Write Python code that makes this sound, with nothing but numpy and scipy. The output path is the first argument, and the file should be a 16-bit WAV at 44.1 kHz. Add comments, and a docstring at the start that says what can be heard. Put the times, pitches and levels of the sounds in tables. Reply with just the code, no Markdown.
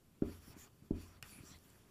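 """Felt-tip marker on a whiteboard

Quiet small room, thin wall-hung whiteboard: a felt-tip marker writes two digits.
Soft contacts knock and judder, ringing the panel's modes with a dull room tail behind them.
Shaped noise hisses along each stroke and rumbles through the panel; narrow noise sings at the nib's
resonances. Short ringing modes give the second landing a faint bright edge, then clicks of plastic,
one of them hard. Below lie soft room rumble and microphone hiss."""
import sys
import numpy as np
from scipy import signal
from scipy.io import wavfile

SR = 44100
rng = np.random.default_rng(int(sys.argv[2]) if len(sys.argv) > 2 else 0)


def amplitude_ratio(level_db):
    """Convert a level in decibels to the matching linear amplitude (field) ratio."""
    exponent = np.asarray(level_db, float) / 20
    return 10 ** exponent


def wav_record(signal):
    """Record a signal, one row per channel, as 16-bit PCM in the file named by sys.argv[1]."""
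    frames = np.transpose(np.atleast_2d(signal))
    bounded = np.clip(frames, -1, 1)
    # unit amplitude maps onto the largest positive 16-bit level
    quanta = np.round(bounded * 32767).astype(np.int16)
    wavfile.write(sys.argv[1], SR, quanta)


N = 83790


def rms_one(x):
    """Scale a signal to rms 1."""
    return x / np.sqrt(np.mean(x ** 2) + 1e-20)


def drift(rate_hz):
    """Slow random wander of rms 1: noise through two equal poles at rate_hz, drawn every 40 samples."""
    pole = np.exp(-80 * np.pi * rate_hz / SR)
    noise = rng.standard_normal(N // 40 + 2002)
    slow = signal.lfilter([1], [1, -2 * pole, pole * pole], noise)[2000:]  # settled part
    return np.interp(np.arange(N) / 40, np.arange(len(slow)), rms_one(slow))


def ring(x, hz, t60_s):
    """A damped resonance: a unit click sets a sine of starting height 1 ringing."""
    radius = amplitude_ratio(-60 / (t60_s * SR))
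    angle = 2 * np.pi * hz / SR
    return signal.lfilter([0, np.sin(angle)], [1, -2 * radius * np.cos(angle), radius * radius], x + 1e-18)


def bands(spectrum, patchy_db, tilt_db=0, tilt_hz=4060):
    """Narrow noise bands with partly shared flicker; rms 1 before flicker and tilt (dB per octave)."""
    out, power = 0, 0
    edges = np.geomspace(22, 16500, 34)
    white = rng.standard_normal((2, N + SR // 2))  # neighbouring bands use different noise
    hz, db = np.transpose(spectrum)
    together = drift(1.7)
    for k, (low, high) in enumerate(zip(edges, edges[1:])):
        bandpass = signal.butter(2, [low, high], "band", fs=SR, output="sos")
        band = signal.sosfilt(bandpass, white[k % 2])[-N:]
        mid = np.sqrt(low * high)
        band = band * amplitude_ratio(np.interp(np.log(mid), np.log(hz), db))
        power += np.mean(band ** 2)
        flicker_db = patchy_db * (0.6 * together + drift(12.5))
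        out = out + band * amplitude_ratio(flicker_db + tilt_db * np.log2(mid / tilt_hz))
    return out / np.sqrt(power)


# room rumble and microphone hiss, relative density: (f/Hz, level/dB per Hz)
AIR_SPECTRUM = [(25, -14), (49, 11.5), (163, 2), (504, -16), (677, -23.5), (960, -32), (1190, -18),
                (1930, -31.5), (3300, -23.5), (3770, -29), (11900, -27.5), (13300, -29), (15200, -36)]
AIR_DB, AIR_PATCHY_DB, AIR_CUT_HZ = -63.5, 0.5, 106  # level is set before the low cut


def room_air():
    """Steady broadband noise shaped like a quiet room and microphone, its lowest bass thinned."""
    low_cut = signal.butter(2, AIR_CUT_HZ, "high", fs=SR)
    return amplitude_ratio(AIR_DB) * signal.lfilter(*low_cut, bands(AIR_SPECTRUM, AIR_PATCHY_DB))


# resonances and valleys that colour all felt hiss: (f/Hz, width/Hz, level/dB gain)
BARREL_COLOUR = [(1010, 30, 5), (1220, 80, 5), (2470, 120, 4), (3920, 250, -10), (4620, 120, 7), (5010, 200, -9),
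                 (5530, 250, 5), (6400, 350, -7), (7250, 250, 4), (8350, 700, -10), (9950, 100, 5), (11600, 200, 4),
                 (13000, 600, -8)]


def barrel_colour(x):
    """Lifts the marker barrel's resonances and sinks the valleys between them."""
    for hz, width_hz, gain_db in BARREL_COLOUR:
        radius = np.exp(-np.pi * width_hz / SR)
        top = np.array([1, 0, -1]) * (1 - radius * radius) / 2
        bottom = [1, -2 * radius * np.cos(2 * np.pi * hz / SR), radius * radius]
        x = x + (amplitude_ratio(gain_db) - 1) * signal.lfilter(top, bottom, x)
    return x


# modes of the hung panel, rung by knocks and by rubbing: (f/Hz, level/dB relative, t60/s for a knock)
PANEL = [(23, -25, 0.2), (50.3, -39, 0.96), (63.6, -35, 1), (78.45, -22, 0.22), (87, -30.5, 0.71),
         (142, -30, 0.31), (170.8, -27, 0.343), (218, -25, 0.23), (237.9, -25, 0.33), (277.8, -25, 0.32),
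         (324.2, -15.5, 0.12), (379, -16, 0.084), (408.4, -16, 0.093), (532, -28, 0.18), (594, -28, 0.18),
         (671, -19.5, 0.039), (740, -11.5, 0.016), (992, -23, 0.063)]
RUB_DB, RUB_FOLLOWS = -66, 0.35  # level at the loudest hiss; share of the hiss's dB swing


def panel_rumble(hiss_db):
    """Sliding shakes the panel: noise drives its modes, with a third of their decay after a knock."""
    white = rng.standard_normal(N)
    modes = sum(amplitude_ratio(mode_db) * ring(white, hz, t60_s * 0.33) for hz, mode_db, t60_s in PANEL)
    level_db = RUB_DB + RUB_FOLLOWS * hiss_db + 0.97 * drift(22.0)
    return amplitude_ratio(level_db) * rms_one(modes)


# felt sliding on the panel, one list per stroke and its aftermath: # (t/s, level/dB of hiss before barrel
# colour, brightness/dB per octave)
STROKES = [
    [(.225, -70, -7), (.26, -64.5, -2), (.33, -63.5, -2.5), (.365, -65.5, -1), (.40, -70, -1),
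     (.44, -64.5, -0.5), (.47, -62.5, 0.9), (.53, -62.5, -1), (.548, -69.5, -6.5), (.565, -67, -3),
     (.59, -60.5, 1), (.645, -63.5, 0), (.675, -69, -3), (.69, -79, -2)],
    [(.82, -80, -3.5), (.86, -73.5, -1), (.89, -80.5, -1), (.93, -77.5, -7), (.96, -66.5, -2.5),
     (1.02, -63.5, 1), (1.06, -66.5, -1), (1.1, -68, -2.5), (1.17, -67, -2.5), (1.19, -71, -4),
     (1.215, -99.5, -15)],
    [(1.232, -62.5, -4), (1.26, -61, -0.5), (1.30, -61.5, 2.5), (1.37, -64.5, -1.5), (1.422, -65.5, 1),
     (1.46, -63, -.5), (1.50, -62.5, -.5), (1.535, -65, -3), (1.57, -66, -0.5), (1.585, -73.5, 1),
     (1.65, -70.5, 0.5), (1.75, -69.5, -1), (1.9, -74, -1.5)],
]
# relative density of the felt hiss: (f/Hz, level/dB per Hz)
FELT = [(290, -79), (500, -7.5), (1180, -3), (1790, -1.5), (2450, -5), (3600, -4.5), (5200, -8),
        (7200, -5.5), (10400, -6), (12800, -6), (15300, -8)]
LIFTED_DB, LIFT_S = -79.5, 0.012  # hiss level between strokes; time to reach it
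PATCHY_DB, GRAIN_DB = 2, 0.5  # flicker of the bands; fast grain of the whole hiss


def strokes():
    """Felt friction: grainy hiss follows each stroke's level and brightness and rumbles in the panel."""
    rows = []
    for stroke in STROKES:
        before = (stroke[0][0] - LIFT_S, LIFTED_DB, 0)
        after = (stroke[-1][0] + LIFT_S, LIFTED_DB, 0)
        rows += [before, *stroke, after]
    s, db, tilt = np.transpose(rows)
    t = np.arange(N) / SR
    level_db = np.interp(t, s, db)
    felt = barrel_colour(bands(FELT, PATCHY_DB, np.interp(t, s, tilt)))
    hiss = amplitude_ratio(level_db + GRAIN_DB * drift(86.0)) * felt
    return hiss + panel_rumble(level_db - db.max())


# the tip lands on or judders against the panel:
# (t/s, level/dB of the whole knock, contact/s, level/dB added to the boom modes)
KNOCKS = [(0.2232, -19.5, 0.0041, 2.5), (0.4823, -47.5, 0.0053, 7), (0.5067, -49, 0.0095, -2),
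          (0.5465, -54.5, 0.013, 5), (0.5678, -46, 0.0047, 10), (.826, -50.5, 0.0072, -2),
          (0.9104, -21.5, 0.0043, 7), (1.2325, -49.5, 0.0097, 11.5), (1.3282, -52, 0.0056, 4),
          (1.365, -51, 0.0065, 1), (1.3895, -48, .005, 3), (1.4102, -46.5, 0.0095, 6),
          (1.438, -47, 0.0051, 6), (1.517, -49, 0.0059, 14.5)]
# the two firm landings, by row of KNOCKS: (edge f/Hz, level/dB added to the upper modes)
LANDINGS = {0: (1404, 4), 6: (880, -4.5)}
SPREAD, QUICK = 0.54, 1.25  # length of the flex in contacts; it sets in faster than it springs back
LATE, JUDDER_LATE = 0.1, -0.18  # centre of the flex in contacts: a judder dips first
EDGE_DB, EDGE_T60_S = -29, 0.019  # the felt's brief brighter edge on a firm landing
SPOT_DB = 3.5  # each knock lands elsewhere and weights the modes anew
BOOM_HZ, UPPER_HZ = 120, 450  # top of the boom, foot of the upper modes


def knocks():
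    """The panel dips, springs and dips under each soft contact, then rings in its modes."""
    out, t = np.zeros(N), np.arange(N) / SR
    spots = rng.normal(0, SPOT_DB, (len(KNOCKS), len(PANEL)))
    for row, ((s, db, contact_s, boom_db), spot) in enumerate(zip(KNOCKS, spots)):
        i = int((s - .02) * SR)  # leave room for the first dip
        u = (t[i:i + SR] - s) / contact_s
        edge_hz, upper_db = LANDINGS.get(row, (None, 0))
        flex = np.where(u < 0, QUICK * u, u)
        centre = LATE if edge_hz else JUDDER_LATE
        sound = np.cos(2 * np.pi * flex) * np.exp(-((flex - centre) / SPREAD) ** 2)
        if edge_hz:
            touch = 1. * (np.arange(len(u)) == int(.018 * SR))  # 2 ms ahead of the knock's centre
            sound += amplitude_ratio(EDGE_DB) * ring(touch, edge_hz, EDGE_T60_S)
        push = np.exp(-(u * 9.0) ** 2) / (contact_s * SR / 4)  # short smooth push on the modes
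        for k, (hz, mode_db, t60_s) in enumerate(PANEL):
            weight_db = mode_db + spot[k] + boom_db * (hz < BOOM_HZ) + upper_db * (hz > UPPER_HZ)
            sound += (-1) ** k * amplitude_ratio(weight_db) * ring(push, hz, t60_s)
        out[i:i + SR] += amplitude_ratio(db) * sound
    return out


ROOM_T60_S, ROOM_DB = 0.31, -14.5  # level of the tail for a unit click
ROOM_DELAY_S = 0.0047  # about 1.6 m of extra path
ROOM_LOW_HZ, ROOM_CUT_HZ = 200, 2600  # little bass and little treble come back


def room(x):
    """The small room answers with a dense dull tail: decaying noise convolved with the hits."""
    t = np.arange(SR // 2) / SR
    tail = rng.standard_normal(len(t)) * amplitude_ratio(-60 * t / ROOM_T60_S) * (t > ROOM_DELAY_S)
    tail = signal.lfilter(*signal.butter(1, [ROOM_LOW_HZ, ROOM_CUT_HZ], "band", fs=SR), tail)
    tail = tail / np.sqrt(np.sum(tail ** 2))
    return amplitude_ratio(ROOM_DB) * signal.fftconvolve(x, tail)[:N]


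# the nib sings for a while: (t/s start, length/s, f/Hz, width/Hz, level/dB rms before the swell)
SINGS = [(.25, .15, 1250, 300, -74), (.26, .15, 11300, 1200, -71), (.265, .1, 4700, 400, -74),
         (.27, .1, 5600, 400, -76), (.43, .115, 5500, 400, -70), (.45, .09, 13800, 1500, -72),
         (.53, .06, 850, 300, -72), (.565, .11, 6950, 550, -63.5), (.575, .09, 11900, 400, -72),
         (.58, .09, 1750, 150, -76), (.95, .13, 4600, 300, -73), (.96, .12, 2650, 300, -72),
         (.99, .1, 1100, 200, -76), (.99, .19, 5550, 400, -76), (1.23, .06, 1300, 400, -69),
         (1.26, .1, 4620, 250, -72), (1.27, .17, 2460, 300, -67), (1.29, .13, 10400, 900, -62.5),
         (1.37, .09, 1250, 250, -73), (1.43, .125, 5780, 500, -64), (1.435, .11, 7430, 500, -66),
         (1.485, .1, 4100, 450, -67.5), (1.5, .08, 3400, 300, -70), (1.5, .075, 2030, 200, -68.5)]


def sings():
    """Nib resonances: noise passes twice through one resonance, swelling and fading."""
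    out = np.zeros(N)
    for s, length_s, hz, width_hz, db in SINGS:
        i, n = int(s * SR), int(length_s * SR)
        tone = rng.standard_normal(SR // 4)
        t60_s = np.log(1000) / (np.pi * width_hz * 1.5)  # wider, as two passes narrow it
        for _ in range(2):
            tone = ring(tone, hz, t60_s)
        swell = np.sin(np.pi * np.arange(n) / n)
        out[i:i + n] += amplitude_ratio(db) * rms_one(tone)[-n:] * swell
    return out


# clicks of plastic, and first the faint bright edge of the second landing:
# (t/s, level/dB before a 6 dB trim, low cut f/Hz)
EDGE_AND_CLICKS = [(.9085, -59, 900), (1.2264, -31, 740), (1.587, -50.5, 4000), (1.7018, -45.5, 7000)]
# modes of the marker's barrel: (f/Hz, level/dB relative, t60/s)
BARREL = [(1500, -32, 0.025), (1882, -19.5, 0.11), (2880, -4, 0.023), (4800, -9.5, 0.0018),
          (5440, -5, 0.0017), (7330, -15.5, 0.0069), (8740, -1, 0.0012), (11300, -5.5, 0.0026),
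          (14000, -11, 0.0036)]
BOUNCE_S, BOUNCE_DB, BOUNCE_CUT_HZ = 0.001, 2.5, 8000  # delay; gain over the hit; treble cut


def edge_and_clicks():
    """A hit and its softer-edged bounce of opposite sign ring short modes: landing edge, then clicks."""
    out = np.zeros(N)
    for s, db, cut_hz in EDGE_AND_CLICKS:
        hit = amplitude_ratio(db - 6) * (np.arange(N) == int(s * SR))
        later = np.roll(hit, int(BOUNCE_S * SR))
        bounce = amplitude_ratio(BOUNCE_DB) * signal.lfilter(*signal.butter(2, BOUNCE_CUT_HZ, fs=SR), later)
        rung = sum(amplitude_ratio(mode_db) * ring(bounce - hit, hz, t60_s) for hz, mode_db, t60_s in BARREL)
        out += signal.sosfilt(signal.butter(4, cut_hz, "high", fs=SR, output="sos"), rung)
    return out


def scene():
    """Room air, strokes, singing nib, and the knocks, edge and clicks with their room tail, in mono."""
    air = room_air()
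    rubbing = strokes()
    hits = knocks() + edge_and_clicks()
    return (air + rubbing + hits + room(hits) + sings())[None]


def band_limit(x):
    """A steep low-pass at the top of the band."""
    return signal.sosfilt(signal.butter(12, 15750, fs=SR, output="sos"), x)


def record(dry):
    """The finished mix stops steeply above 15.3 kHz."""
    top_cut = signal.ellip(10, .5, 60, 15300, fs=SR, output="sos")
    mix = signal.sosfilt(top_cut, dry)
    return band_limit(mix)


dry = scene()
out = record(dry)
wav_record(out)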